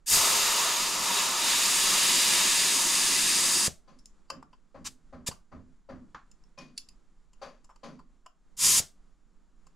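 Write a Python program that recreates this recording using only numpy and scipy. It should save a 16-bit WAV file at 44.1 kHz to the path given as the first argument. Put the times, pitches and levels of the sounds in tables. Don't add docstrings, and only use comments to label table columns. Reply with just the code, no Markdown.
import sys
import numpy as np
from scipy import signal
from scipy.fft import rfft, irfft
from scipy.io import wavfile
from scipy.ndimage import uniform_filter1d

SR = 44100
rng = np.random.default_rng(int(sys.argv[2]) if len(sys.argv) > 2 else 0)


def bounce(signal):
    frames = np.transpose(np.atleast_2d(signal))
    limited = np.clip(frames, -1, 1)
    pcm = np.round(limited * 32767).astype(np.int16)
    wavfile.write(sys.argv[1], SR, pcm)


N = 429975
TIME_S = np.arange(N) / SR
FREQ_HZ = np.maximum(np.fft.rfftfreq(N, 1 / SR), 1)

# t/s, flow level/dB, midrange offset/dB, whistle offset/dB
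FLOW = [(0.13, -21, -8, -1.7), (0.21, -25.5, -3.5, -1.1), (0.7, -30, -2, 0.15), (0.98, -32, -3, -0.66),
        (1.18, -29, -1, -0.71), (1.35, -32.5, -1, 0), (1.5, -28, -1.5, -0.16), (2.2, -26, -2, 0.49),
        (2.67, -27.5, -3, 0.013), (3.66, -27, -6, 0.91)]
# t/s, level/dB
PIN_POPS = [(3.68, -21), (5.288, -24), (8.801, -26)]
# t/s, sole level/dB, boom level/dB, scuff (0 planted heel, 1 dragged sole)
STEPS = [(3.875, -51.5, -59, 0.62), (4.308, -43.5, -50, 0.21), (4.743, -44.5, -49, 0.088),
         (5.125, -43.5, -49.5, 0.064), (5.516, -44, -49, 0.034), (5.888, -39.5, -46, 0.096),
         (6.575, -45.5, -50.5, 1), (7.415, -35, -57.5, 0.54), (7.831, -38, -45, 0.61)]
# t/s, rim/dB, tick/dB, spokes/dB, rattle/s, head share of tick (0-1), stem pitch ratio
TOUCHES = [(3.987, -67, -55, -75, 0.0061, 0.2, 1.16), (4.057, -76, -46, -66, 0.0019, 1, 1),
           (4.301, -20.5, -29.5, -28, 0.0036, 0.04, 1.02), (4.426, -33.5, -58, -70, 0.0031, 0.3, 1.07),
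           (4.528, -42, -61, -49, 0.0086, 0, 1), (5.311, -30.5, -42, -38, 0.0089, 0.03, 1),
           (6.314, -65, -56, -59, 0.0028, 1, 1), (6.437, -59, -60, -70, 0.002, 0, 1.15),
           (6.587, -40, -43.5, -50, 0.0018, 0, 1.15), (6.777, -72, -27, -38, 0.0035, 0.08, 1),
           (6.887, -74, -47, -49, 0.003, 0.2, 1.03), (7.331, -57, -60.5, -54, 0.0056, 0.6, 1),
           (7.643, -52, -57, -62, 0.006, 1, 1), (7.69, -37, -64, -57, 0.017, 0.5, 1.15),
           (7.759, -47, -60, -56, 0.0036, 0.5, 1), (7.989, -39, -60, -57, 0.0087, 0.05, .98),
           (8.261, -34, -52, -42.5, 0.0038, 0.4, 1.06), (9.667, -46, -58.5, -57, 0.0043, 0.65, 1.03)]
# t/s, length/s, rise/s, level/dB, free-blowing share (0-1)
BURSTS = [(4.843, 0.032, 0.028, -33.5, 0.83), (5.262, 0.021, 0.015, -28.5, 0.45),
          (8.566, 0.028, 0.017, -41, .05), (8.585, 0.21, 0.064, -19.5, 0.02)]

# f/Hz, level/dB
ROOM_TONE_COLOUR = [(12, 5.5), (25, 2.5), (45, -6.5), (72, -30), (110, -30), (170, -14.5), (280, -21.5),
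                    (600, -33), (1200, -31), (2600, -43), (7000, -44.5), (10000, -52), (15000, -77)]
VALVE_COLOUR = [(40, -23.5), (110, -20.5), (200, -5), (600, -7), (1100, -1), (2000, -4.5), (4000, -5.5),
                (7000, -0.5), (10000, -1.5), (13000, -11), (15600, -20)]
HISS_ECHO_COLOUR = [(200, -7), (1000, -8), (2500, -8), (5000, -2), (7500, -0.5), (10000, -8),
                    (15000, -20.5)]
SOLE_COLOUR = [(300, -18), (410, -9.5), (550, 4.5), (850, -10.5), (1090, -2), (1500, -10), (1900, -14),
               (2800, -26), (8000, -54)]
GRIT_COLOUR = [(1200, -10), (2400, -7.5), (5000, -12.5), (6500, -12), (8000, -27), (10500, -28),
               (12500, -40)]
BOOM_COLOUR = [(90, -77), (150, 5.5), (210, -0.5), (280, -2.5), (430, -9.5), (900, -72)]
THUD_COLOUR = [(25, -12), (80, 5), (130, -3.5)]
SNAP_COLOUR = [(1000, -30), (3600, -21), (4900, 10), (7200, -5), (8300, -5), (9500, 9), (12000, -9),
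               (14500, -20)]
GAUGE_COLOUR = [(40, -13.5), (110, -13.5), (200, -8), (600, -39.5), (1100, -17), (2000, -10.5), (4000, -4),
                (7000, 0), (10000, 0), (13000, -8.5), (15600, -22)]
ASKEW_COLOUR = [(200, -9), (600, -12.5), (1100, -2), (2000, -5.5), (4000, -6.5), (7000, 3), (10000, -14),
                (15600, -27)]
TAP_COLOUR = [(200, -8), (600, -14), (1100, 2), (1600, -3), (2400, -17.5), (7000, -28.5), (8000, -44)]

# f/Hz, width/Hz, level/dB
ROOM_TONE_PEAKS = [(7200, 600, 6.5)]
VALVE_PEAKS = [(407, 35, 2.5), (462, 65, -7), (760, 170, -2.5), (936, 82, 3.5), (1290, 370, 4),
               (1536, 290, -9), (1687, 115, 5), (2760, 300, 5), (3750, 460, 6), (4820, 420, 6.5),
               (5840, 200, -2.5), (6630, 113, 3.5), (7260, 320, 2), (7580, 420, -2), (9640, 270, -6.5),
               (10970, 740, -6), (12200, 300, 2.5)]
GARAGE_PEAKS = [(250, 38, 13)]
GRIT_PEAKS = [(4650, 150, 13)]
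GAUGE_PEAKS = [(1010, 120, 14.5), (1540, 239, -5), (4320, 680, -6), (4960, 1100, 7), (5100, 160, -6.5),
               (6960, 610, 6)]

# f/Hz, heel level/dB, drag level/dB, t60/s
FOOTFALL_MODES = [(266.6, -4, -37, .45), (550.4, 3, 0, 0.15), (645, -3, -16, 0.1), (795, -3.5, -5, 0.22),
                  (1033, -20, 1.5, 0.27), (1234, -10, -16, 0.13), (2490, -39, -5, 0.31),
                  (3300, -39, -13, .3), (4160, -31, -10, 0.18), (4640, -30, -8, 0.24)]
# nominal f/Hz, level/dB, t60/s
RIM_MODES = [(710, -26, 0.014), (1010, -6, 0.03), (1070, 0.5, 0.014), (1180, -11, 0.03)]
SPOKE_MODES = [(2540, -28, 0.0068), (2800, -4.5, 0.019), (3040, -3.5, 0.015)]
STEM_MODES = [(4620, -0.5, 0.015), (4790, 2, 0.014), (5230, -10, .006), (6950, -21, .003)]
GAUGE_HEAD_MODES = [(5400, 1, 0.011), (6370, 4, 0.005), (7180, 11, 0.006), (9900, -26, 0.0024)]

# f/Hz, t60/s
GARAGE_T60 = [(150, 0.23), (1000, 0.25), (5000, 0.19), (15000, 0.14)]
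# f/Hz, left-right correlation, left minus right/dB
STEREO = [(60.4, 0.73, -2.5), (900, 0.94, -0.8), (3485, 0.88, -1.26), (6000, 0.93, 0.5), (10440, 0.89, 2.5),
          (12900, 0.34, 1.5), (15000, 0.1, -3)]


def from_db(db):
    return 10 ** (np.asarray(db) / 20)


def unit_rms(x):
    return x / np.sqrt(np.mean(x ** 2) + 1e-20)


def at_hz(table, hz):
    knots_hz, *columns = np.transpose(table)
    return [np.interp(np.log(hz), np.log(knots_hz), column) for column in columns]


def white_spectrum():
    return rng.standard_normal(len(FREQ_HZ)) + 1j * rng.standard_normal(len(FREQ_HZ))


def noise_spectrum(colour, peaks=()):
    level_db = at_hz(colour, FREQ_HZ)[0] - 30 * np.log2(np.maximum(FREQ_HZ / colour[-1][0], 1))
    for hz, width_hz, peak_db in peaks:
        level_db += peak_db / (1 + (2 * (FREQ_HZ - hz) / width_hz) ** 2)
    correlation, balance_db = at_hz(STEREO, FREQ_HZ)
    mid = np.sqrt(1 + correlation) * white_spectrum()
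    side = np.sqrt(1 - correlation) * white_spectrum()
    sign = np.array([[1], [-1]])
    return (mid + sign * side) * from_db(level_db + sign * balance_db / 2)


def noise(colour, peaks=()):
    return unit_rms(irfft(noise_spectrum(colour, peaks), N))


def flutter(rate_hz, depth_db):
    knots_db = depth_db * rng.standard_normal(N // 100)
    return from_db(np.interp(2 * rate_hz * TIME_S, np.arange(len(knots_db)), knots_db))


def opening(start_s, length_s, rise_s, t60_s):
    rise = np.clip((TIME_S - start_s) / rise_s, 0, 1)
    return rise * from_db(-60 * np.maximum(TIME_S - start_s - length_s, 0) / t60_s)


def swell(start_s, attack_s, t60_s):
    out, start = np.zeros(N), round(start_s * SR)
    age_s = TIME_S[:min(SR, N - start)]
    out[start:start + len(age_s)] = (1 - np.exp(-age_s / attack_s)) * from_db(-60 * age_s / t60_s)
    return out


def pan(x, left_db):
    return x * from_db(np.array([[left_db], [-left_db]]) / 2)


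def ring(force, hz, t60_s):
    radius, angle = from_db(-60 / (t60_s * SR)), 2 * np.pi * hz / SR
    return signal.lfilter([0, np.sin(angle)], [1, -2 * radius * np.cos(angle), radius ** 2], force + 1e-18)


def room_tone(level_db=-57.5):
    still_air = noise(ROOM_TONE_COLOUR, ROOM_TONE_PEAKS)
    return from_db(level_db) * still_air * flutter(rate_hz=5.4, depth_db=1.7)


def valve_hiss(pin_down_s=0.059, pin_up_s=3.674):
    knots_s, *columns = np.transpose(FLOW)
    flow_db, midrange_db, whistle_db = (np.interp(TIME_S, knots_s, column) for column in columns)
    swing_db = flow_db - np.mean(FLOW, axis=0)[1]
    held_s = pin_up_s - pin_down_s
    age_s = np.clip(TIME_S - pin_down_s, 0, held_s)
    rumble_db_per_s, hollow_db_per_s = 0.96, -1.0
    sizzle_db_per_s, spray_db_per_s = 0.87, -1.97

    build_up = 1 - np.exp(-age_s / 0.084)
    rumble = build_up * from_db(-48 + rumble_db_per_s * age_s + 0.25 * swing_db)
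    rumble *= flutter(rate_hz=10, depth_db=1.5)
    spectrum = noise_spectrum(VALVE_COLOUR, VALVE_PEAKS)
    spit_db = 2 * (np.exp(-age_s / 0.12) + np.exp(-np.abs(TIME_S - pin_up_s) / 0.0052))
    sizzle = from_db(flow_db - 5 + 0.35 * swing_db + sizzle_db_per_s * age_s + spit_db)
    sizzle *= flutter(rate_hz=22, depth_db=0.5)
    spray = sizzle * from_db(-4.5 + spray_db_per_s * age_s)
    midrange = from_db(flow_db + midrange_db) * flutter(rate_hz=3, depth_db=1.16)
    whistle = from_db(flow_db - 5.5 + whistle_db) * flutter(rate_hz=7, depth_db=0.66)
    treble = from_db(flow_db - 1.75)
    cupped_hand_db = 2 * np.exp(-((TIME_S - 0.45) / 0.24) ** 2)
    hollow = build_up * from_db(-35 + hollow_db_per_s * age_s + 0.15 * swing_db + cupped_hand_db)
    hollow *= flutter(rate_hz=2.3, depth_db=2.2)

    gains = [rumble, hollow, midrange, whistle, treble, sizzle, spray]
    edges_hz = [0, 400, 1500, 4400, 5100, 7500, 11300, SR]
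    jet = np.zeros((2, N))
    for gain, low_hz, high_hz in zip(gains, edges_hz, edges_hz[1:]):
        in_band = (FREQ_HZ > low_hz) & (FREQ_HZ <= high_hz)
        jet += gain * unit_rms(irfft(spectrum * in_band, N))
    return from_db(-0.5) * jet * opening(pin_down_s, held_s, rise_s=0.08, t60_s=0.021)


def close_echoes(air, echo_db=-11, nearest_s=0.002, farthest_s=0.014, sway_s=4e-5, sway_hz=0.8, count=8):
    out, samples = air.copy(), np.arange(N)
    gain = from_db(echo_db) / np.sqrt(count)
    for lag_s in np.linspace(nearest_s, farthest_s, count) * rng.uniform(0.9, 1.1, count):
        sway = np.interp(2 * sway_hz * TIME_S, np.arange(64), rng.standard_normal(64))
        read_at = samples - (lag_s + sway_s * sway) * SR
        delayed = np.array([np.interp(read_at, samples, channel) for channel in air])
        out += gain * rng.choice([-1, 1]) * delayed
    return out


def hiss_echo(air, level_db=-14.5, t60_s=0.21):
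    retained = from_db(-60 / (t60_s * SR)) ** 2
    power = signal.lfilter([1 - retained], [1, -retained], np.mean(air ** 2, axis=0) + 1e-18)
    return from_db(level_db) * np.sqrt(power) * noise(HISS_ECHO_COLOUR)


def gust(level_db=-34.5):
    envelope = opening(start_s=0.1, length_s=0.041, rise_s=0.06, t60_s=0.28)
    colour_hz_db = [(25, -1.0), (70, -2.5), (180, -4.5), (400, -22.5), (1500, -59.0)]
    return from_db(level_db) * envelope * noise(colour_hz_db)


def pin_pops():
    force = np.zeros(N)
    for start_s, level_db in PIN_POPS:
        force[round(start_s * SR)] += from_db(level_db)
    pops = ring(force, hz=177, t60_s=0.015) + from_db(-4) * ring(force, hz=497, t60_s=0.011)
    return pan(pops, left_db=-1.5)


def footsteps(boom_lag_s=0.0035):
    sole, boom, thud, grit = np.zeros((4, N))
    for start_s, sole_db, boom_db, scuff in STEPS:
        contact = swell(start_s, attack_s=0.0058 + 0.0034 * scuff, t60_s=0.33)
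        sole += from_db(sole_db - 5) * contact
        grit += from_db(sole_db - 24 + 20.5 * scuff) * contact
        build_up = from_db(boom_db + 11) * swell(start_s + boom_lag_s, attack_s=0.067, t60_s=0.43)
        boom += build_up
        thud += from_db(-1 - 47 * scuff) * build_up
    shoe = sole * noise(SOLE_COLOUR, GARAGE_PEAKS) + grit * noise(GRIT_COLOUR, GRIT_PEAKS)
    return pan(shoe, left_db=4.5) + boom * noise(BOOM_COLOUR, GARAGE_PEAKS) + thud * noise(THUD_COLOUR)


def footfall_ring(trim_db=-4, spread_db=2.5, detune=0.0055, build_t60_s=0.034):
    out, age_s = np.zeros(N), TIME_S[:SR // 2]
    hz, heel_db, drag_db, t60_s = np.transpose(FOOTFALL_MODES)[:, :, None]
    envelope = from_db(-60 * age_s / t60_s) * (1 - from_db(-60 * age_s / build_t60_s))
    for start_s, sole_db, _, scuff in STEPS:
        strength, tuning, phase = rng.standard_normal((3, len(hz), 1))
        mode_db = heel_db + (drag_db - heel_db) * scuff + spread_db * strength
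        sines = np.sin(2 * np.pi * (hz * (1 + detune * tuning) * age_s + phase))
        notes = from_db(sole_db + trim_db + mode_db) * envelope * sines
        start = round(start_s * SR)
        out[start:start + len(age_s)] += notes.sum(axis=0)
    return pan(out, left_db=4.5)


def contact_force(envelope, smoothing_hz=500):
    size = len(envelope)
    spectrum = rfft(rng.standard_normal(size) * envelope)
    power = uniform_filter1d(np.abs(spectrum) ** 2, int(smoothing_hz * size / SR))
    force = irfft(spectrum / np.sqrt(np.abs(power) + 1e-12), size)
    return force / np.linalg.norm(force)


def struck(force, modes, low_cut_hz=3400, pitch=0.99, detune=0.0092):
    force = signal.sosfilt(signal.butter(2, low_cut_hz, "high", fs=SR, output="sos"), force + 1e-18)
    return sum(from_db(level_db) * ring(force, hz * pitch * (1 + detune * rng.standard_normal()), t60_s)
               for hz, level_db, t60_s in modes)


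def gauge_touches(slide_db=-29, slide_s=0.0072, snap_db=-10, rim_damping=3, lowpass_hz=9500):
    metal, snap = np.zeros((2, N))
    lead = SR // 40
    age_s = np.arange(-lead, SR // 20) / SR
    after_s = np.maximum(age_s, 0)
    slide = from_db(slide_db) * np.exp(-np.abs(age_s) / slide_s)
    for start_s, rim_db, tick_db, spoke_db, rattle_s, head_share, stem_pitch in TOUCHES:
        chatter = (1 - np.exp(-after_s / (0.27 * rattle_s))) * np.exp(-after_s / rattle_s)
        envelope = chatter / chatter.max() + slide
        force = contact_force(envelope)
        rim = from_db(rim_db - 7) * struck(force, RIM_MODES, low_cut_hz=550)
        spokes = from_db(spoke_db) * struck(force, SPOKE_MODES)
        stem = np.sqrt(1 - head_share) * struck(force, STEM_MODES, pitch=stem_pitch)
        head = np.sqrt(head_share) * struck(force, GAUGE_HEAD_MODES)
        start = round(start_s * SR) - lead
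        span = slice(start, start + len(age_s))
        metal[span] += rim + spokes + from_db(tick_db) * (stem + head)
        snap[span] += from_db(tick_db + snap_db) * envelope / (1 + rim_damping * from_db(rim_db - tick_db))
    metal = signal.sosfilt(signal.butter(2, lowpass_hz, fs=SR, output="sos"), metal)
    return pan(metal, left_db=1) + pan(snap * noise(SNAP_COLOUR), left_db=-3)


def gauge_bursts(sag_db_per_s=8.5, t60_s=0.039):
    squeezed, free = np.zeros((2, N))
    for start_s, length_s, rise_s, level_db, free_share in BURSTS:
        sag_db = sag_db_per_s * np.maximum(TIME_S - start_s, 0)
        flow = from_db(level_db - sag_db) * opening(start_s, length_s, rise_s, t60_s)
        squeezed += np.sqrt(1 - free_share) * flow
        free += np.sqrt(free_share) * flow
    return squeezed * noise(GAUGE_COLOUR, GAUGE_PEAKS) + free * noise(ASKEW_COLOUR, VALVE_PEAKS)


def distant_tap(start_s=6.146, level_db=-36.5):
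    crack = swell(start_s, attack_s=0.00028, t60_s=0.029)
    echo = from_db(-8) * swell(start_s, attack_s=0.004, t60_s=0.23)
    return from_db(level_db) * (crack + echo) * noise(TAP_COLOUR)


def garage_echo(x, wet_db=-7, correlation=0.48, first_echo_s=0.0012):
    age_s = TIME_S[:SR // 2]
    edges_hz = np.geomspace(60, 16000, 9)
    shared, left, right = rng.standard_normal((3, len(age_s)))
    echoes = np.sqrt(correlation) * shared + np.sqrt(1 - correlation) * np.array([left, right])
    tail = np.zeros_like(echoes)
    for low_hz, high_hz in zip(edges_hz, edges_hz[1:]):
        t60_s, = at_hz(GARAGE_T60, np.sqrt(low_hz * high_hz))
        band = signal.sosfilt(signal.butter(2, [low_hz, high_hz], "band", fs=SR, output="sos"), echoes)
        tail += band * from_db(-60 * age_s / t60_s) * (age_s > first_echo_s)
    response = unit_rms(tail) / np.sqrt(len(age_s))
    return from_db(wet_db) * signal.fftconvolve(x, response, axes=1)[:, :N]


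def scene():
    air = close_echoes(valve_hiss() + gauge_bursts())
    knocks = pin_pops() + gauge_touches()
    room = hiss_echo(air) + garage_echo(knocks) + room_tone()
    return air + knocks + room + gust() + footsteps() + footfall_ring() + distant_tap()


def record(dry):
    cutoff_hz = 15700
    return signal.sosfilt(signal.ellip(12, 0.1, 90, cutoff_hz, fs=SR, output="sos"), dry)


dry = scene()
out = record(dry)
bounce(out)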